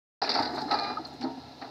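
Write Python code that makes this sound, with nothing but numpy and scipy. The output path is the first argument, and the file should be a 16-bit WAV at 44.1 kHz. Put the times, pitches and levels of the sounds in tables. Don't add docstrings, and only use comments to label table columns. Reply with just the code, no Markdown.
import sys
import numpy as np
from scipy import signal
from scipy.fft import rfft, irfft
from scipy.io import wavfile
from scipy.ndimage import uniform_filter1d

SR = 44100
rng = np.random.default_rng(int(sys.argv[2]) if len(sys.argv) > 2 else 0)


def master_out(mix):
    frames = np.transpose(np.atleast_2d(mix))
    ceiling = np.clip(frames, -1, 1)
    pcm = np.round(ceiling * 32767).astype(np.int16)
    wavfile.write(sys.argv[1], SR, pcm)


def level_to_linear(level):
    exponent = np.asarray(level, float) / 20
    return 10 ** exponent


N = 74970
TIME_S = np.arange(N) / SR
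LONG_S, SHORT_S = np.arange(SR // 2) / SR, np.arange(SR // 4) / SR
CRACK_RISE_S, MIN_T60_S = 0.00081, 0.02


def evened(x):
    return x / np.sqrt(np.mean(x ** 2) + 1e-20)


def wander(shape, size):
    once = uniform_filter1d(rng.standard_normal(shape), size=size)
    return evened(uniform_filter1d(once, size=size))


def decay(t, t60_s):
    return level_to_linear(-60 * t / t60_s)


def onset(t, rise_s):
    return 1 - np.exp(-t / rise_s)


def coloured_noise(n, points, edge_db=-30):
    hz = np.fft.rfftfreq(n, 1 / SR) + 1
    f, db = np.transpose(points)
    octaves_outside = np.maximum(np.log2(f[0] / hz), 0) + np.maximum(np.log2(hz / f[-1]), 0)
    gain = level_to_linear(np.interp(np.log(hz), np.log(f), db) + edge_db * octaves_outside)
    return irfft(rfft(rng.standard_normal(n)) * gain, n)


def focus(points, hz, lift_db, width_oct):
    f = np.geomspace(points[0][0], points[-1][0], num=90)
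    point_hz, point_db = np.transpose(points)
    db = np.interp(np.log(f), np.log(point_hz), point_db)
    hump = np.exp(-.5 * (np.log2(f / hz) / width_oct) ** 2)
    return np.transpose([f, db + lift_db * hump])


def add(mix, s, sound, db):
    part = mix[round(s * SR):][:len(sound)]
    part += (sound * level_to_linear(db) / abs(sound).max())[:len(part)]


# frequency in Hz, level in dB per Hz.
FLOOR_SPECTRUM = [(200, -8.5), (250, 2.5), (320, 2), (450, -13)]
FLOOR_T60_S, BOOM_BLOW_S = 0.3, 0.0072


def floor_boom():
    rumble = coloured_noise(len(LONG_S), FLOOR_SPECTRUM) * decay(LONG_S, FLOOR_T60_S)
    return evened(rumble) * onset(LONG_S, BOOM_BLOW_S) ** 2


# start in seconds, clang level in dB, clang pitch in Hz, boom level in dB.
LUMPS = [(0.218, -20, 810, -46), (0.236, -29, 850, -37), (0.291, -17, 716, -36), (0.348, -17.5, 902, -69),
         (0.386, -15.5, 936, -35), (0.4, -20.5, 680, -48), (0.421, -31, 850, -37), (0.489, -27.5, 660, -36),
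         (0.53, -27, 697, -28), (0.57, -19, 754, -56), (0.59, -31.5, 820, -41), (0.638, -60, 840, -32.5),
         (0.681, -27, 805, -53), (0.704, -19.5, 818, -34.5), (0.711, -25, 840, -55),
         (0.727, -18.5, 810, -43), (0.742, -20.5, 795, -45), (0.784, -37, 770, -41),
         (0.858, -25.5, 775, -53), (0.897, -21.5, 1190, -35.5), (0.974, -28, 770, -36),
         (0.999, -42, 894, -41), (1.055, -34.5, 834, -41.5), (1.121, -46, 826, -34.5),
         (1.214, -29.5, 735, -34), (1.243, -23.5, 882, -31), (1.372, -39, 700, -53), (1.461, -72, 692, -60),
         (1.613, -28, 780, -38.5), (1.643, -31, 670, -55)]
# frequency in Hz, level in dB per Hz.
WALL_SPECTRUM = [(380, -7.5), (450, -4.5), (540, -14.5), (680, 3), (850, 3), (1060, -8), (1280, -4.5),
                 (3000, -32.5)]
CLANG_DB, CLANG_T60_S, CLANG_BLOW_S = -4.5, 0.12, 0.0016
RING_DB, RING_T60_S = -9, 0.5
BOOM_DB = -3.5


def lumps():
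    out = np.zeros(N)
    fall = decay(LONG_S, CLANG_T60_S) + level_to_linear(RING_DB) * decay(LONG_S, RING_T60_S)
    fall = fall * onset(LONG_S, CLANG_BLOW_S) ** 2
    for s, clang_db, hz, boom_db in LUMPS:
        walls = coloured_noise(len(LONG_S), focus(WALL_SPECTRUM, hz, lift_db=4, width_oct=0.067))
        add(out, s, walls * fall, clang_db + CLANG_DB)
        add(out, s, floor_boom(), boom_db + BOOM_DB)
    return out


# start in seconds, peak in dB, pitch in Hz, t60 in seconds.
CRACKS = [(0.2168, -20.5, 4820, 0.085), (0.2332, -24.5, 5420, 0.092), (0.247, -30.5, 4690, 0.078),
          (0.2612, -32, 4690, 0.092), (0.2735, -29, 3940, 0.043), (0.2911, -17.5, 4780, 0.16),
          (0.315, -20, 4250, 0.044), (0.3391, -23, 4930, 0.22), (0.3487, -20.5, 4540, 0.086),
          (0.3735, -26, 4720, 0.19), (0.3949, -29, 4850, 0.12), (0.4231, -24.5, 4700, 0.13),
          (0.449, -31, 4690, 0.17), (0.5342, -43, 4830, 0.077), (0.5579, -35.5, 3920, 0.2),
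          (0.5813, -32.5, 4330, 0.19), (0.616, -31, 4900, 0.041), (0.7106, -21.5, 4050, 0.14),
          (0.7389, -23.5, 4570, 0.075), (0.7869, -22.5, 4300, 0.081), (0.8324, -30.5, 4160, 0.1),
          (0.983, -47, 4700, 0.056), (1.051, -38, 4400, 0.06), (1.2355, -33, 4470, 0.088),
          (1.6131, -41, 4070, 0.19), (1.225, -35, 4360, 0.07)]
# frequency in Hz, level in dB per Hz.
STONE_SPECTRUM = [(1900, -5.5), (3100, -27), (3600, -6), (4300, 1), (5000, -4.5), (5900, -16.5),
                  (6400, -41), (10000, -54)]
CRACK_DB = 1


def cracks():
    out, t = np.zeros(N), SHORT_S
    for s, db, hz, t60_s in CRACKS:
        crumble_db = 1.2 * evened(uniform_filter1d(rng.standard_normal(len(t)), size=80))
        spectrum = focus(STONE_SPECTRUM, hz, lift_db=8.5, width_oct=0.084)
        burst = colour(level_to_linear(crumble_db) * rng.standard_normal(len(t)), spectrum)
        envelope = onset(t, CRACK_RISE_S) ** 2 * decay(t, max(t60_s, MIN_T60_S))
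        add(out, s, burst * envelope, db + CRACK_DB)
    return out


def colour(x, points, edge_db=-30):
    hz = np.fft.rfftfreq(len(x), 1 / SR) + 1
    f, db = np.transpose(points)
    octaves_outside = np.maximum(np.log2(f[0] / hz), 0) + np.maximum(np.log2(hz / f[-1]), 0)
    gain = level_to_linear(np.interp(np.log(hz), np.log(f), db) + edge_db * octaves_outside)
    return irfft(rfft(x) * gain, len(x))


def coloured_noise(n, points):
    return colour(rng.standard_normal(n), points)


# frequency in Hz, level in dB per Hz.
SLAB_SPECTRUM = [(1200, -17), (3300, -3), (5500, -3.5), (6500, -20), (9000, -29)]
SNAP_S, SNAP_DB, SNAP_T60_S = 1.2105, -36, 0.12


def slab():
    out, t = np.zeros(N), SHORT_S
    envelope = np.minimum(t / CRACK_RISE_S, 1) * decay(t, SNAP_T60_S)
    add(out, SNAP_S, coloured_noise(len(t), SLAB_SPECTRUM) * envelope, SNAP_DB)
    return out


# start in seconds, peak in dB, pitch in Hz, t60 in seconds.
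CLODS = [(0.2161, -32, 2620, 0.15), (0.2255, -38, 2070, 0.13), (.245, -30.5, 2500, .1),
         (.2742, -32.5, 2050, 0.12), (.2971, -31.5, 2370, 0.05), (0.321, -34, 2600, 0.15),
         (0.351, -30, 2300, 0.075), (0.373, -41, 2600, .1), (0.389, -31, 2040, .1),
         (0.422, -38, 2460, 0.043), (0.4525, -32, 1820, 0.046), (.582, -39, 1870, .07),
         (0.7112, -32, 1990, 0.11), (0.714, -28.5, 2800, .05), (.736, -32.5, 2800, .08),
         (.7835, -36.5, 2100, .07), (0.842, -36, 2240, .06), (1.2165, -40.5, 2170, 0.082),
         (1.6218, -37, 1860, 0.066)]
# frequency in Hz, level in dB per Hz.
CLOD_SPECTRUM = [(1500, 7), (2200, 2.5), (2800, -2.5), (3300, -14)]


def clods():
    out, t = np.zeros(N), SHORT_S
    for s, db, hz, t60_s in CLODS:
        burst = coloured_noise(len(t), focus(CLOD_SPECTRUM, hz, lift_db=7.8, width_oct=0.059))
        add(out, s, burst * onset(t, CRACK_RISE_S) * decay(t, max(t60_s, MIN_T60_S)), db)
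    return out


# start in seconds, peak in dB, frequency in Hz, t60 in seconds.
KNOCKS = [(1.0495, -35.5, 4740, 0.031), (1.0535, -33.5, 4210, 0.041), (1.24, -40, 615, 0.22),
          (1.228, -33, 793, 0.16), (.2215, -18.5, 813, 0.04), (.2925, -29.5, 714, .05),
          (.388, -22.5, 908, 0.039), (.402, -32, 760, 0.024), (1.255, -39.5, 429.8, 0.31),
          (.617, -38, 810, 0.022), (.6355, -33, 777, 0.099), (.7165, -23.5, 814, 0.03),
          (.7265, -17.5, 817, 0.025), (.7415, -19, 847, 0.039), (.755, -26, 796, .04),
          (.811, -29, 806.5, .12), (.859, -37, 790, 0.061), (.898, -31, 855, .07), (.975, -35, 730, 0.047),
          (.982, -33.5, 883, .04), (.996, -35.5, 780, 0.054), (1.086, -38.5, 713, 0.033),
          (1.122, -42, 812, 0.088), (1.287, -41, 672, 0.11), (1.31, -44, 762, 0.22),
          (1.43, -45, 797, 0.056), (1.622, -37.5, 813, 0.13), (.398, -28, 296, 0.089),
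          (1.376, -35, 261, 0.063), (1.462, -44.5, 248, 0.081), (.62, -37.5, 252, 0.061),
          (.655, -36.5, 298, 0.17)]
KNOCK_RISE_CYCLES = 0.99


def knocks():
    out, t = np.zeros(N), SHORT_S
    for s, db, hz, t60_s in KNOCKS:
        envelope = onset(t, KNOCK_RISE_CYCLES / hz) ** 2 * decay(t, max(t60_s, MIN_T60_S))
        add(out, s, np.sin(2 * np.pi * hz * t) * envelope, db)
    return out


# start in seconds, peak in dB, frequency in Hz, t60 in seconds.
PANELS = [(0.6, -31, 860, 0.42), (0.35, -32, 1380, 0.084), (.415, -39.5, 1500, 0.41),
          (0.709, -26.5, 1290, 0.29), (0.97, -25.5, 1260, 0.048), (0.37, -42, 106, 0.23),
          (0.36, -33, 323, 0.034), (0.62, -39, 420, 0.069), (1.245, -40, 930, 0.55),
          (.988, -37.5, 325, 0.11), (1.212, -28.5, 252, 0.29), (1.235, -30.5, 330, 0.19),
          (1.2, -31, 268, 0.63), (1.619, -42.5, 267, 0.13)]
PANEL_WAVER_DB, PANEL_RISE_CYCLES = 2.0, 3.5


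def panels():
    out, t = np.zeros(N), LONG_S
    for s, db, hz, t60_s in PANELS:
        waver = level_to_linear(PANEL_WAVER_DB * wander(len(t), 400))
        envelope = onset(t, PANEL_RISE_CYCLES / hz) * decay(t, t60_s)
        add(out, s, waver * np.sin(2 * np.pi * hz * t) * envelope, db)
    return out


# time in seconds, flow in dB.
FLOW = [(.22, -32.5), (.42, -32), (.5, -36), (0.659, -40.5), (.72, -32.5), (.9, -38), (1.0, -45.5),
        (1.2, -50), (1.27, -48.5), (1.45, -50.5), (1.599, -51.5), (1.65, -49.5)]
GRIT_PER_S, GRIT_SPREAD_DB = 1500, 2.5


def grit(follow=1):
    size = level_to_linear(GRIT_SPREAD_DB * np.minimum(rng.exponential(1, N), 5))
    hits = size * (rng.random(N) < GRIT_PER_S / SR) * rng.choice([-1., 1.], N)
    s, db = np.transpose(FLOW)
    flow_db = np.interp(TIME_S, s, db)
    return evened(hits) * level_to_linear(db.max() + follow * (flow_db - db.max()))


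def pour():
    chip = coloured_noise(len(SHORT_S), STONE_SPECTRUM)
    chip = chip * decay(SHORT_S, 0.013) * onset(SHORT_S, 0.0066) ** 2
    walls = coloured_noise(len(LONG_S), WALL_SPECTRUM)
    walls = walls * decay(LONG_S, 0.042) * onset(LONG_S, 0.0039) ** 2
    floor = floor_boom() * decay(LONG_S, 0.11)
    out = np.zeros(N)
    for body, db, follow in ((chip, -9.5, 1), (walls, -3, 1), (floor, -10.5, 0.89)):
        out += level_to_linear(db) * signal.oaconvolve(grit(follow), body / np.linalg.norm(body))[:N]
    return out


# start in seconds, level in dB, t60 in seconds.
PUFFS = [(0.215, -70, 0.072), (.233, -76, 0.049), (.293, -66, 0.062), (.312, -70.5, .06), (.3355, -64, .05),
         (.395, -68, 0.094), (0.42, -61.5, 0.062), (.5, -73, .08), (.52, -76, 0.1), (.545, -63.5, 0.17),
         (0.604, -65, 0.19), (0.713, -68, .15), (.7815, -68, 0.054), (1.065, -63.5, 0.097),
         (1.13, -68, 0.11)]
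DUST_DB, DUST_RISE_S, DUST_MIN_T60_S, HAZE_DB = 5.5, 0.0032, 0.03, -36.5


def dust():
    power = np.zeros(N)
    for s, db, t60_s in PUFFS:
        t = np.maximum(TIME_S - s, 0)
        puff = onset(t, DUST_RISE_S) * decay(t, max(t60_s, DUST_MIN_T60_S))
        power += (level_to_linear(db + DUST_DB) * puff) ** 2
    haze = level_to_linear(HAZE_DB + np.interp(TIME_S, *np.transpose(FLOW)))
    hiss = evened(coloured_noise(N, [(6500, 10.5), (10000, -2.0), (15500, -3.5)]))
    return hiss * (haze + np.sqrt(power))


# multiple of the pitch, level in dB.
HORN_PARTIALS = [(1, -13.5), (2, 1), (3, -1.5), (4, -15), (5, -15), (6, -8), (7, -24.5), (8, -38),
                 (9, -18.5), (10, -4), (11, -16.5), (12, -8.5), (13, -40), (14, -42.5), (15, -31)]
HORN_START_S, HORN_HOLD_S, HORN_RISE_S, HORN_T60_S = 0.74, 0.17, 0.015, 0.22
HORN_HZ, HORN_SAG_HZ, HORN_DB, FLUTTER_DB = 403.8, 0.37, -38.5, 1.5


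def horn():
    t = TIME_S - HORN_START_S
    turns = np.cumsum(HORN_HZ - HORN_SAG_HZ * np.clip(t / HORN_HOLD_S, 0, 2)) / SR
    flutter_db = FLUTTER_DB * wander((len(HORN_PARTIALS), N), 350)
    tone = np.zeros(N)
    for (multiple, db), partial_flutter_db in zip(HORN_PARTIALS, flutter_db):
        phase = 2 * np.pi * (multiple * turns + rng.random())
        tone += level_to_linear(db + partial_flutter_db) * np.sin(phase)
    envelope = np.clip(t / HORN_RISE_S, 0, 1) * decay(np.maximum(t - HORN_HOLD_S, 0), HORN_T60_S)
    return level_to_linear(HORN_DB) * envelope * tone


# frequency in Hz, level in dB, wander in Hz.
EXHAUST = [(78, -61.5, 1.7), (143.9, -58.5, 4.1)]
# time in seconds, exhaust level in dB.
LOAD = [
    (.22, -9),
    (.45, 3.5),
    (1.15, 0.5),
    (1.5, 0),
    (1.7, -23),
]
# frequency in Hz, level in dB per Hz.
DIESEL_SPECTRUM = [(65, -2), (120, 7), (175, -5), (260, 3), (520, -3.5), (760, 2), (1350, -14.5),
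                   (3200, -14.5)]
# frequency in Hz, level in dB per Hz.
FAN_SPECTRUM = [(2800, -10.5), (3120, -22), (3600, -6.5), (4200, -1), (4900, -9.5), (5500, -11.5),
                (7400, -28.5), (15500, -35.5)]
DIESEL_DB, FAN_DB = -54, -56.5


def engine():
    out = level_to_linear(FAN_DB) * evened(coloured_noise(N, FAN_SPECTRUM))
    load_db = np.interp(TIME_S, *np.transpose(LOAD))
    for hz, db, wander_hz in EXHAUST:
        pitch_drift, level_drift = wander((2, N), 2500)
        turns = np.cumsum(hz + wander_hz * pitch_drift / 2) / SR
        out += level_to_linear(db + 2.6 * level_drift + load_db) * np.sqrt(2) * np.sin(2 * np.pi * turns)
    gate = 1 + 0.23 * np.cos(np.pi * turns)
    rumble = colour(gate * rng.standard_normal(N), DIESEL_SPECTRUM)
    return out + level_to_linear(DIESEL_DB) * evened(rumble)


def scene():
    impacts = lumps() + cracks() + slab() + clods() + knocks() + panels()
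    return (impacts + pour() + dust() + horn() + engine())[None]


def low_pass(x):
    return signal.sosfilt(signal.butter(12, 15730, fs=SR, output="sos"), x)


def record(dry):
    start_s, fade_s, mic_low_hz = 0.2155, 0.0014, 72.5
    gate = np.clip((TIME_S - start_s) / fade_s, 0, 1)
    high_pass = signal.butter(2, mic_low_hz, "high", fs=SR, output="sos")
    return low_pass(signal.sosfilt(high_pass, dry * gate))


dry = scene()
out = record(dry)
master_out(out)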